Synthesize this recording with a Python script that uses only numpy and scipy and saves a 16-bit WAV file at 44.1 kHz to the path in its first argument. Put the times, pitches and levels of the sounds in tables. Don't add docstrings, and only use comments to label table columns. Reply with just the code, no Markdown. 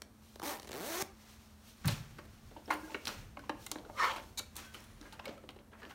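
import sys
import numpy as np
from scipy import signal
from scipy.fft import rfft, irfft
from scipy.io import wavfile
from scipy.ndimage import uniform_filter1d

SR = 44100
rng = np.random.default_rng(int(sys.argv[2]) if len(sys.argv) > 2 else 0)


def master(y):
    cut = np.clip(np.atleast_2d(y).T, -1, 1)
    pcm = np.round(cut * 32767)
    wavfile.write(sys.argv[1], SR, pcm.astype(np.int16))


def volts_from_db(level):
    exponent = np.asarray(level, float) / 20
    return 10 ** exponent


N = 262130
SECONDS = np.arange(N) / SR

# (frequency [Hz], width [Hz], level [dB])
TAPE = [(258, 274, 1.5), (450, 260, 6.5), (650, 180, 4.5), (983, 250, 1.5), (1050, 156, 4), (1720, 220, -3)]


def rms_one(x):
    return x / np.sqrt(np.mean(x ** 2) + 1e-20)


def even(x, size):
    return x / np.sqrt(uniform_filter1d(x ** 2, size=size) + 1e-12)


def in_time(rows):
    s, *columns = np.transpose(rows)
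    return [np.interp(SECONDS, s, column) for column in columns]


def within(rows, fade=0.0044):
    start, end = rows[0][0], rows[-1][0]
    return np.interp(SECONDS, [start - fade, start, end, end + fade], [0, 1, 1, 0])


def band(x, low_hz, high_hz, order=2):
    edges = [low_hz, min(high_hz, 0.45 * SR)]
    sos = signal.butter(order, edges, "band", fs=SR, output="sos")
    return signal.sosfilt(sos, x + 1e-18)


def colour(x, points):
    hz = np.maximum(np.arange(N // 2 + 1) * SR / N, 1)
    point_hz, point_db = np.transpose(points)
    gain_db = np.interp(np.log(hz), np.log(point_hz), point_db, -90, -90)
    return irfft(rfft(x) * volts_from_db(gain_db), N)


def drift(rate):
    r = np.exp(-80 * np.pi * rate / SR)
    noise = rng.standard_normal(N // 40 + 2002)
    slow = signal.lfilter([1], [1, -2 * r, r * r], noise)[2000:]
    return np.interp(np.arange(N) / 40, np.arange(len(slow)), rms_one(slow))


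def resonate(x, peaks):
    out = 0
    for k, (hz, width, db) in enumerate(peaks):
        r = np.exp(-np.pi * max(width, 1) / SR)
        poles = [1, -2 * r * np.cos(2 * np.pi * hz / SR), r * r]
        zeros = [(1 - r * r) / 2, 0, (r * r - 1) / 2]
        out = out + (-1) ** k * volts_from_db(db) * signal.lfilter(zeros, poles, x + 1e-18)
    return out


def grains(per_s, spread_db):
    sizes = volts_from_db(spread_db * np.minimum(rng.exponential(1, N), 5)) * rng.choice([-1, 1], N)
    return sizes * (rng.random(N) < per_s / SR)


def swells(s, length, db):
    drop_db, rise_share = 13, 0.49
    t = np.arange(0, N + 64, 64) / SR
    late = (t[:, None] - s) / np.maximum(length, 0.01)
    gain = volts_from_db(db - drop_db * np.maximum(late, -late / rise_share)).sum(axis=1)
    return np.interp(SECONDS, t, gain)


def background():
    # (frequency [Hz], level per Hz [dB])
    air_spectrum = [(25, -39), (45, 7.5), (76, 8.5), (160, -5.5), (300, -6), (600, -11), (1200, -13),
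                    (3000, -26.5), (7000, -22), (15800, -16.5)]
    # (peak time [s], length [s], level [dB])
    rumble_swells = [(1.955, 0.21, -45), (2.31, 0.41, -60), (3.176, 0.32, -53.5), (3.603, 0.13, -70),
                     (3.947, 0.98, -60.5), (4.6, 1, -62.5), (5.19, 0.22, -69)]
    # (frequency [Hz], width [Hz], level [dB])
    hum_tones = [(42, 2.7, -102), (60.5, 1.7, -77), (78.24, 1.15, -66.5), (117, 0.94, -73),
                 (217.7, 5.3, -63)]
    air = volts_from_db(-60.5) * rms_one(colour(rng.standard_normal(N), air_spectrum))
    rumble_gain = (volts_from_db(-82) + swells(*np.transpose(rumble_swells))) * volts_from_db(2 * drift(2.5))
    rumble = rumble_gain * rms_one(band(rng.standard_normal(N), 33, 126))
    hum = 0
    for hz, width, db in hum_tones:
        tone = resonate(rng.standard_normal(N), [(hz, width, 0)])
        hum = hum + volts_from_db(db) * even(tone, 3000)
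    return air + rumble + hum


def lone_teeth():
    # (time [s], rasp peak [dB], tape body [dB])
    teeth = [(0.0191, -34, -38.5), (0.3577, -44, -34), (0.3971, -39, -35), (0.418, -41, -37),
             (0.598, -38.5, -39), (0.62, -45, -61), (0.63, -40.5, -38), (0.646, -44, -38),
             (0.653, -49, -38), (0.673, -42, -37), (0.678, -42.5, -41), (0.691, -39, -55),
             (0.694, -48, -29.5), (0.709, -42, -32), (0.717, -35.5, -33), (0.73, -36.5, -33),
             (1.017, -46, -55), (1.0222, -26, -29.5)]
    rasp, tugs = np.zeros(N), np.zeros(N)
    scrape_shape = np.exp(-(np.arange(300) / 127.0) ** 2)
    for s, rasp_db, body_db in teeth:
        i = round(s * SR)
        rasp[i:i + 300] += volts_from_db(rasp_db) * rng.standard_normal(300) * scrape_shape
        tugs[i + 30] = volts_from_db(body_db + 23.0)
    body = resonate(band(tugs, 110, 1400), TAPE) + 0.33 * band(tugs, 130, 410)
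    return band(rasp, 680, 21000) + body


def rubbing():
    # (time of greatest pressure [s], length [s], level [dB], brightness [dB])
    strokes = [(0.26, 0.23, -63, 26.5), (0.572, 0.33, -61, 23), (0.743, 0.11, -40, -2),
               (1.015, 0.035, -50, -12), (1.275, 0.34, -51, 11.5), (1.678, 0.13, -56.5, 23.5),
               (1.912, 0.065, -33.5, 8), (2, 0.44, -49, 2), (2.368, 0.46, -62, 13), (2.55, 0.18, -63.5, 8),
               (2.743, 0.053, -65, -25.5), (2.743, 0.13, -67.5, 45.5), (2.882, 0.056, -58, -12.5),
               (2.893, 0.2, -48, 5), (3.107, 0.11, -37.5, 4), (3.2, 0.13, -61, -6.5),
               (3.423, 0.16, -51.5, -1), (3.638, 0.17, -53.5, 20.5), (3.79, 0.39, -56.5, -11.5),
               (4.05, 0.18, -42, 16), (4.175, 0.13, -58, -8.5), (4.446, 0.13, -61.5, 15),
               (4.588, 0.055, -39, 5), (4.65, 0.061, -48, 6.5), (4.777, 0.17, -47, 4.5),
               (5.072, 0.36, -50, -0.5), (5.205, 0.056, -68, -5), (5.285, 0.1, -46, -6.5),
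               (5.8, 0.049, -49, -3), (5.905, 0.077, -49, 5.5)]
    edges_hz = [230, 700, 2500, 7000, 15800]
    # (offsets [dB]), (share of brightness [0-1])
    balance = [(-2, 0.8, 0.14, 0.1), (-1.33, 0.054, 0.43, 0.6)]
    fibres = grains(1200 * volts_from_db(2.0 * drift(23)), 1.3) + rng.standard_normal(N)
    flicker_db = 1.2 * drift(14)
    s, length, db, bright = np.transpose(strokes)
    out = 0
    for low_hz, high_hz, offset, share in zip(edges_hz, edges_hz[1:], *balance):
        layer = rms_one(band(fibres, low_hz / 1.2, high_hz * 1.2))
        out = out + swells(s, length, db + offset + share * bright) * layer
    return volts_from_db(flicker_db - 10.0) * out


def ticks(size=200):
    # (time [s], peak level [dB], frequency [Hz])
    tick_rows = [(0.3993, -34, 1170), (0.4191, -31, 1080), (.598, -34, 4530), (2.7126, -24, 6000),
                 (2.9064, -39, 2500), (3.0552, -20, 4900), (3.072, -19, 3600), (3.08, -18, 5060),
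                 (3.091, -27.5, 1510), (3.7158, -15.5, 6700), (3.758, -32, 1000), (3.7853, -44, 2270),
                 (3.786, -37, 3820), (3.85, -54, 700), (3.899, -34, 800), (4.1614, -32, 2150),
                 (4.1626, -30, 1000), (4.1814, -51, 2150), (4.5661, -27, 4830), (4.745, -32, 2980),
                 (4.843, -47, 7000), (5.014, -42, 4050), (5.0135, -34, 6100), (5.1253, -35, 3860),
                 (5.1934, -37, 1800), (5.2558, -32, 3400), (5.28, -33, 5030), (5.4906, -37, 3530),
                 (5.589, -44, 2400), (5.8318, -42, 2960), (5.852, -35, 2800), (5.743, -50, 1600),
                 (5.909, -40, 1600), (5.912, -42, 2900), (4.2, -42, 2400)]
    cycles = 2.8
    t, out = np.arange(size) / SR, np.zeros(N + size)
    for s, db, hz in tick_rows:
        fade = volts_from_db(db + 0.5 - 20 * t * hz / cycles)
        out[round(s * SR):][:size] += fade * np.sin(2 * np.pi * hz * t)
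    return out[:N]


def pull(rows, tape, seated, between, push_hz, taut_db):
    # (frequency [Hz], level per Hz [dB])
    rasp_spectrum = [(700, -5), (1200, -6.5), (2000, -7.5), (3000, -12), (5500, -9.5), (8500, -9.5),
                     (12000, -5), (16500, -1)]
    per_s, body_db, uneven = in_time(rows)
    rasp_db = body_db + 4.5 + 3.5 * np.log2(per_s / 224)
    on = within(rows)
    pace = per_s * on * np.clip(1 + uneven * drift(120), 0.2, 2)
    teeth = np.cumsum(pace) / SR
    tooth, chance = np.ceil(teeth).astype(int), rng.standard_normal(N)
    strength = volts_from_db(1.7 * chance[tooth])
    tugs = np.diff(np.floor(teeth), prepend=0) * strength ** 0.7

    until = (1 - teeth % 1) / per_s
    scrape = (strength * np.exp(-(until / seated) ** 4) + between * (per_s / 250) ** 2) * on
    grit = scrape * (rng.standard_normal(N) + 0.14 * grains(1600, 2))

    drive = band(tugs, 140, push_hz, order=1) + 0.018 * grit
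    flex = rms_one(uniform_filter1d(chance, size=7))
    taut = taut_db * np.log2(np.minimum(per_s / 330, 1))
    body = 0
    for k, peak in enumerate(tape):
        gain_db = flex[tooth + 500 * (k + 1)] + taut * np.log2(peak[0] / 400)
        if k == 0:
            gain_db = gain_db - 44 * uneven
        body = body + (-1) ** k * resonate(drive * volts_from_db(gain_db), [peak])

    sings = volts_from_db(4.5 + 42 * np.log2(per_s / 400)) * resonate(grit, [(6400, 900, 0)])
    rasp = colour(grit + sings, rasp_spectrum)
    mix = volts_from_db(body_db) * even(body, 2200) + volts_from_db(rasp_db) * even(rasp, 2200)
    return mix * within(rows, 0.004)


def cracks(size=900):
    # (time [s], peak level [dB], t60 [s])
    edges = [
        (1.0232, -18, 0.0051),
        (1.8758, -15, 0.015),
        (3.0525, -35, .01),
        (3.0698, -28, .01),
        (3.7153, -19, 0.019),
        (4.565, -24, .014),
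        (4.5672, -24, 0.0079),
        (5.2545, -36.5, .01),
    ]
    t, out = np.arange(size) / SR, np.zeros(N + size)
    for s, db, t60 in edges:
        hiss = rng.standard_normal(size) * volts_from_db(-60 * t / max(t60, 0.004))
        burst = band(hiss, 9000, 17500)
        out[round(s * SR):][:size] += volts_from_db(db) * burst / np.abs(burst).max()
    return out[:N]


def end_stop():
    stop_s, push_s = 1.0248, 0.003
    push = np.sin(np.pi * np.clip((SECONDS - stop_s) / push_s, 0, 1))
    return volts_from_db(-33) * band(push, 70, 4000, order=1)


def flap():
    # (time [s], boom level [dB])
    push = [
        (1.84, -55),
        (1.854, -31),
        (1.876, -26.5),
        (1.908, -37.5),
        (1.934, -33.5),
        (1.966, -51),
        (2.014, -42.5),
        (2.036, -55),
        (2.2, -60),
    ]
    # (frequency [Hz], width [Hz], level [dB])
    air_modes = [(101, 17, -2), (148.5, 13.8, 2.5), (250, 82, -21.5)]
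    # (peak time [s], length [s], level [dB])
    settling = [(1.893, 0.073, -40)]
    boom_db = in_time(push)[0]
    boom = even(resonate(rng.standard_normal(N), air_modes), 1200)
    rustle = rms_one(band(grains(1700, 3.5) + rng.standard_normal(N), 570, 5600, order=1))
    mix = volts_from_db(boom_db) * boom + swells(*np.transpose(settling)) * rustle
    return mix * within(push, 0.0026)


def blow_rows():
    # (time [s], peak level [dB], brightness [dB], t60 [s])
    knock_rows = [(1.8435, -39, -2.5, 0.16), (2.703, -27.5, -14, 0.22), (2.7045, -47, 6.5, 0.39),
                  (3.371, -39.5, -34, 0.011), (3.439, -53, 2, 0.039), (3.499, -37.5, 0, 0.017),
                  (3.787, -59, 5.5, 0.066), (3.898, -55, -27, 0.04), (4.115, -49, 6, 0.028),
                  (4.161, -47, 5.5, 0.1), (4.178, -38, 0.5, 0.053), (5.052, -54, -5, 0.51),
                  (5.194, -40.5, 3, .03), (5.241, -50, -4, 0.11), (5.293, -52, 6, 0.015),
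                  (5.378, -65, 6.5, 0.028), (5.732, -53, -8, 0.038), (5.744, -53, -32.5, 0.34),
                  (5.896, -59, 6, 0.12), (5.908, -46.5, 0.5, 0.11)]
    # (time [s], peak level [dB], brightness [dB], t60 [s])
    thud_rows = [(2.184, -44, 9, 0.089), (2.251, -55.5, 11, 0.11), (2.509, -50.5, -17, 0.056),
                 (2.566, -44.5, -27, 0.076), (2.676, -40.5, -30, 0.37), (2.918, -48, -1, 0.025),
                 (2.944, -35, 7, 0.051), (3.494, -31.5, 8, 0.023), (3.758, -38, -12, 0.0097),
                 (3.849, -50.5, -27, 0.049), (5.009, -57.5, 11, 0.17), (5.025, -56.5, 10, 0.21),
                 (5.278, -41, -15, 0.15), (5.436, -48.5, -64, 0.03), (5.56, -48.5, -31, 0.061),
                 (5.59, -55.5, -7, 0.074), (5.716, -54.5, -36, 0.16), (5.764, -73, -8, 0.084),
                 (5.817, -50.5, 7.5, 0.089), (5.83, -48.5, 8, 0.086), (5.85, -51.5, 9.5, 0.25)]
    # (time [s], peak level [dB], brightness [dB], t60 [s])
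    snap_rows = [(1.856, -42.5, 11.5, 0.076), (1.876, -46, 16, 0.044), (1.8803, -27.5, 4, 0.047),
                 (2.657, -63, -15, 0.025), (3.052, -52, 12, 0.13), (3.07, -33.5, 1, 0.33),
                 (3.077, -39.5, 6.5, 0.13), (3.392, -48, -1, 0.046), (3.664, -45, 14.5, 0.04),
                 (3.715, -35.5, 9, 0.034), (4.392, -37, -9, 0.053), (4.555, -46, 5, 0.083),
                 (4.5648, -51, 14.5, 0.39), (4.739, -66, 21, 0.032), (4.745, -42, -0.5, 0.17),
                 (4.804, -54, 9, 0.039), (4.839, -58, 11.5, 0.11), (5.126, -45, 0.5, 0.15),
                 (5.256, -39.5, 2, 0.048), (5.49, -39, -7.5, 0.051), (5.505, -53, 2, 0.039),
                 (5.565, -68, 11, 0.024)]
    # (offsets [dB]), (change per dB of brightness [dB])
    knock_kind = [(0, -25.5, -10.5, -28, -24), (0, 4, 3, 6, 4.5)]
    thud_kind = [(-0.74, 0.011, -6.5, -36.5, -34.5), (0.31, 0.0082, 0.14, 3.5, 3)]
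    snap_kind = [(-2.5, -9.5, -2, 0.82, -3), (0.14, 0, 0.1352, 1, 0.51)]
    blows = []
    for rows, kind in [(knock_rows, knock_kind), (thud_rows, thud_kind), (snap_rows, snap_kind)]:
        offsets, shares = np.array(kind)
        for s, db, bright, t60 in rows:
            blows.append((s, *(db + offsets + bright * shares), t60))
    return np.array(sorted(blows))


def knocks(size=5000):
    # (frequency [Hz], level [dB], t60 [s])
    shell = [(293.6, -9, 0.16), (369, 1.5, 0.011), (562.3, -10, 0.086), (615, -9.5, 0.018),
             (863, -8.5, 0.054), (1050, -8.5, 0.049), (1280, -9, 0.017), (1440, -4.5, 0.017),
             (1766, 3.5, 0.0082), (2550, 3, 0.0087), (2113, -3.5, 0.024), (3360, -21, 0.016),
             (3970, 0, 0.021), (4100, -9, 0.016)]
    # (low edge [Hz], high edge [Hz], decay share, ringing share [0-1])
    ranges = [(650, 1800, .9, .5), (220, 700, 1.2, .45), (1800, 3300, .75, .3), (5000, 17000, .5, .01),
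              (3200, 4900, .65, .04)]
    t, out, rows = np.arange(size) / SR, np.zeros(N + size), blow_rows()
    t60 = np.clip(rows[:, -1:], 0.008, 0.3)
    hiss = rng.standard_normal((len(rows), size))
    steps = rng.standard_normal((len(rows), 50))
    chatter = volts_from_db(1.8 * np.repeat(steps, size // 50, axis=1))
    modes = 0
    for hz, db, mode_t60 in shell:
        level_chance, pitch_chance = rng.standard_normal((2, len(rows), 1))
        fade = volts_from_db(-60 * t / (np.clip(mode_t60, 0.005, 0.1) * (t60 / 0.07) ** 0.6))
        tone = np.sin(2 * np.pi * hz * (1 + 0.015 * pitch_chance) * t)
        modes = modes + volts_from_db(db + 2.5 * level_chance) * fade * tone
    blows = 0
    for db, (low_hz, high_hz, quick, ringing) in zip(rows.T[1:-1], ranges):
        contact = 1 - np.exp(-t * low_hz * 0.88)
        crack = 3 * hiss * chatter * volts_from_db(-60 * t / (quick * t60))
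        part = band(contact * (ringing * modes + (1 - ringing) * crack), low_hz, high_hz)
        blows = blows + volts_from_db(db[:, None] + 5.0) * part / np.abs(part).max(axis=1, keepdims=True)
    blows = blows * np.cos(np.pi / 2 * t / t[-1])
    for s, blow in zip(rows[:, 0], blows):
        out[round(s * SR):][:size] += blow
    return out[:N]


def panels(size=9000):
    # (time [s], frequency [Hz], peak level [dB], t60 [s])
    panel_rows = [(2.564, 895, -38, 0.026), (2.658, 5330, -46, 0.015), (2.704, 845, -27.5, 0.11),
                  (2.706, 1030, -27.5, 0.12), (2.704, 1423, -30, 0.079), (2.704, 2110, -32, 0.054),
                  (2.708, 304, -38, 0.37), (2.83, 316.5, -43, 0.34), (2.834, 1620, -49.5, 0.12),
                  (2.88, 1440, -49, 0.06), (2.897, 875, -46, 0.13), (2.917, 537, -43, 0.076),
                  (2.946, 1470, -27.5, 0.027), (2.945, 2200, -32.5, 0.025), (2.946, 2770, -36, 0.035),
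                  (2.948, 290, -42, 0.039), (3.056, 5400, -44, 0.02), (3.073, 4100, -33, 0.023),
                  (3.078, 5720, -35, 0.036), (3.368, 890, -46, 0.049), (3.37, 2210, -50, 0.045),
                  (3.379, 282, -44.5, 0.33), (3.393, 1510, -45, 0.047), (3.438, 1040, -41.5, 0.034),
                  (3.495, 883, -27.5, 0.033), (3.496, 1060, -35, 0.069), (3.497, 2750, -40.5, 0.028),
                  (3.495, 305, -31, 0.1), (3.665, 2090, -43, 0.036), (3.667, 2790, -43.5, 0.03),
                  (3.731, 287, -35, 0.051), (3.759, 860, -41, 0.038), (3.786, 2260, -54, 0.025),
                  (3.85, 1420, -47, 0.033), (3.894, 1030, -45.5, 0.026), (3.902, 616, -41, 0.037),
                  (4.162, 1022, -36, 0.035), (5.011, 290, -43.5, 0.12), (5.026, 1610, -57, 0.049),
                  (5.053, 1630, -56, 0.22), (5.198, 1033, -48.5, 0.15), (5.256, 2220, -36, 0.035),
                  (5.271, 540, -36.5, 0.13), (5.378, 1310, -49, 0.049), (5.436, 602, -44, 0.047),
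                  (5.49, 754, -44, 0.049), (5.729, 1630, -54, 0.07), (5.829, 1720, -49, 0.12),
                  (5.852, 290, -43, 0.09), (5.904, 1474, -52, 0.17)]
    t, out = np.arange(size) / SR, np.zeros(N + size)
    for s, hz, db, t60 in panel_rows:
        apart, turn = rng.random(2)
        neighbour = np.sin(2 * np.pi * (hz * (1.02 + 0.03 * apart) * t + turn))
        tone = np.sin(2 * np.pi * hz * t) + 0.35 * neighbour
        fade = volts_from_db(db - 60 * t / np.clip(t60, 0.015, 0.3))
        out[round(s * SR):][:size] += fade * (1 - np.exp(-t * hz * 1.15)) * tone
    return out[:N]


def rattle():
    # (time [s], peak level [dB])
    bounce_rows = [
        (2.7252, -43),
        (2.7312, -37),
        (2.7362, -42),
        (2.74, -33),
    ]
    # (frequency [Hz], level [dB])
    metal_modes = [(14700, 0), (9500, -5.5), (7000, -10)]
    ring_s = 0.0013
    bounces = sum(volts_from_db(db) * np.exp(-((SECONDS - s) / ring_s) ** 2) for s, db in bounce_rows)
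    return bounces * sum(volts_from_db(db) * np.sin(2 * np.pi * hz * SECONDS) for hz, db in metal_modes)


def drag():
    # (time [s], level [dB])
    path = [
        (3.94, -66),
        (3.985, -39),
        (4.002, -29),
        (4.02, -30),
        (4.042, -26.5),
        (4.06, -32),
        (4.117, -36.5),
        (4.13, -42),
        (4.25, -74),
    ]
    # (frequency [Hz], width [Hz], level [dB], strongest moment [s])
    case_modes = [(540, 20, 2.5, 4.11), (957, 124, 5, 4.1), (1122, 310, 5.5, 4.04), (1200, 130, 6.5, 4.01),
                  (1320, 95, -2, 4.04), (1800, 110, 0, 4.045), (2090, 290, -2, 4.05), (3080, 400, 0.5, 4.1),
                  (4470, 490, 3.5, 4.05), (5370, 120, 5.5, 4.03), (7050, 280, -6, 4.05)]
    case_db = in_time(path)[0]
    slips = grains(1500 * volts_from_db(1.8 * drift(60)), 2.2) + 0.4 * rng.standard_normal(N)
    case = 0
    for k, (hz, width, db, s) in enumerate(case_modes):
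        sunk_db = np.minimum(12.5 * ((SECONDS - s) / 0.083) ** 2, 12.0)
        gain = volts_from_db(2.0 * drift(20) - sunk_db)
        case = case + (-1) ** k * gain * resonate(slips, [(hz, width, db)])
    low = even(band(case, 280, 2080), 500)
    scratch = even(band(case + 0.39 * slips, 2300, 7500), 500)
    return (volts_from_db(case_db) * low + volts_from_db(case_db - 12.5) * scratch) * within(path, 0.01)


def scuff():
    # (time [s], level [dB])
    whip = [
        (4.3742, -42),
        (4.377, -35.5),
        (4.383, -34),
        (4.395, -31.5),
        (4.398, -54),
        (4.41, -64),
    ]
    # (frequency [Hz], width [Hz], level [dB])
    cord_modes = [(1000, 670, -6.5), (2314, 33, 8), (3900, 570, 4), (6870, 820, 6.5), (9150, 1700, 1),
                  (13200, 2600, 1)]
    scrape = rms_one(resonate(rng.standard_normal(N), cord_modes))
    return volts_from_db(in_time(whip)[0]) * scrape * within(whip, 0.00084)


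def rings():
    # (time [s], frequency [Hz], level [dB], t60 [s])
    ring_rows = [(4.645, 1525, -57, .5), (4.67, 1525, -63, .2), (4.391, 4000, -38, .07),
                 (4.746, 3000, -48, .04), (4.746, 1250, -50, .05), (4.385, 2300, -56, .12),
                 (4.395, 3800, -54, .2), (4.392, 4050, -54, .15), (4.635, 3300, -60, .35),
                 (4.6, 2050, -63, .35), (4.64, 2600, -62, .35)]
    # (time [s], level [dB])
    spring = [
        (4.56, -90),
        (4.6, -72),
        (4.9, -69),
        (5.12, -72),
        (5.17, -103),
    ]
    squeal = rms_one(resonate(rng.standard_normal(N), [(9740, 80, 0)]))
    out = squeal * volts_from_db(in_time(spring)[0]) * within(spring)
    for s, hz, db, t60 in ring_rows:
        late = SECONDS - s
        fade = volts_from_db(db - 60 * np.abs(late) / t60 + 2 * drift(32)) * (late > 0)
        out = out + fade * np.sin(2 * np.pi * hz * SECONDS)
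    return out


def room(x):
    t60_s, wall_cut_hz = 0.36, 3200
    t = np.arange(SR) / SR
    reflections = rng.standard_normal(SR) * np.clip(t / 0.002, 0, 1)
    low = band(reflections, 145, wall_cut_hz, order=1)
    high = band(reflections - low, 1000, 22000, order=1)
    tail = low * volts_from_db(-60 * t / t60_s) + 0.8 * high * volts_from_db(-60 * t / (0.53 * t60_s))
    return signal.fftconvolve(x, tail / np.linalg.norm(tail))[:N]


def scene():
    # (time [s], rate [teeth per s], level [dB], unevenness [0-1])
    first_pull = [
        (.4262, 152, -46, 0),
        (.446, 176, -40.5, 0.06),
        (.455, 268, -41.5, 0.04),
        (.47, 292, -41.5, 0),
        (.492, 300, -41.5, 0.05),
        (.508, 310, -41, 0.13),
        (.522, 270, -44.5, 0.3),
        (.56, 218, -48.5, 0.1),
        (.6, 58, -59, 0.31),
    ]
    second_pull = [
        (.736, 117.6, -47, 0.017),
        (.798, 157.6, -44.5, .015),
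        (.834, 213.2, -44.5, .015),
        (.872, 282.8, -43, 0.014),
        (.904, 330.8, -44.5, 0.032),
        (.936, 328.3, -41, 0.031),
        (.96, 360, -42, 0.012),
        (.995, 371, -43, 0.013),
        (1.021, 410, -40.5, 0.017),
    ]
    # (frequency [Hz], width [Hz], level [dB])
    slack_tape = [(290, 130, 2), (620, 470, -0.5), (810, 350, 4), (1000, 260, 0), (1870, 160, -10.5)]
    zipper = pull(first_pull, slack_tape, seated=0.0024, between=0.2, push_hz=1500, taut_db=1)
    zipper = zipper + pull(second_pull, TAPE, seated=0.0024, between=0.4, push_hz=1800, taut_db=5)
    zipper = zipper + lone_teeth() + end_stop()
    handling = ticks() + knocks() + panels() + rattle() + drag() + scuff()
    wet = volts_from_db(-10.5) * room(volts_from_db(-2.0) * zipper + handling)
    cloth = rubbing() + flap()
    return (zipper + handling + cloth + cracks() + rings() + wet + background())[None]


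def roll_off(x):
    return signal.sosfilt(signal.butter(12, 16680, fs=SR, output="sos"), x)


def record(dry):
    # (frequency [Hz], level [dB])
    microphone = [(28, -23), (36, 7), (45, -2), (4300, -0.24), (4900, -4), (5500, -2), (7700, -6.5),
                  (9000, -5), (10400, -10.5), (11800, -9.5), (15800, -14), (15900, -35), (16700, -45.5),
                  (17000, -64)]
    return roll_off(colour(dry[0], microphone)[None])


dry = scene()
out = record(dry)
master(out)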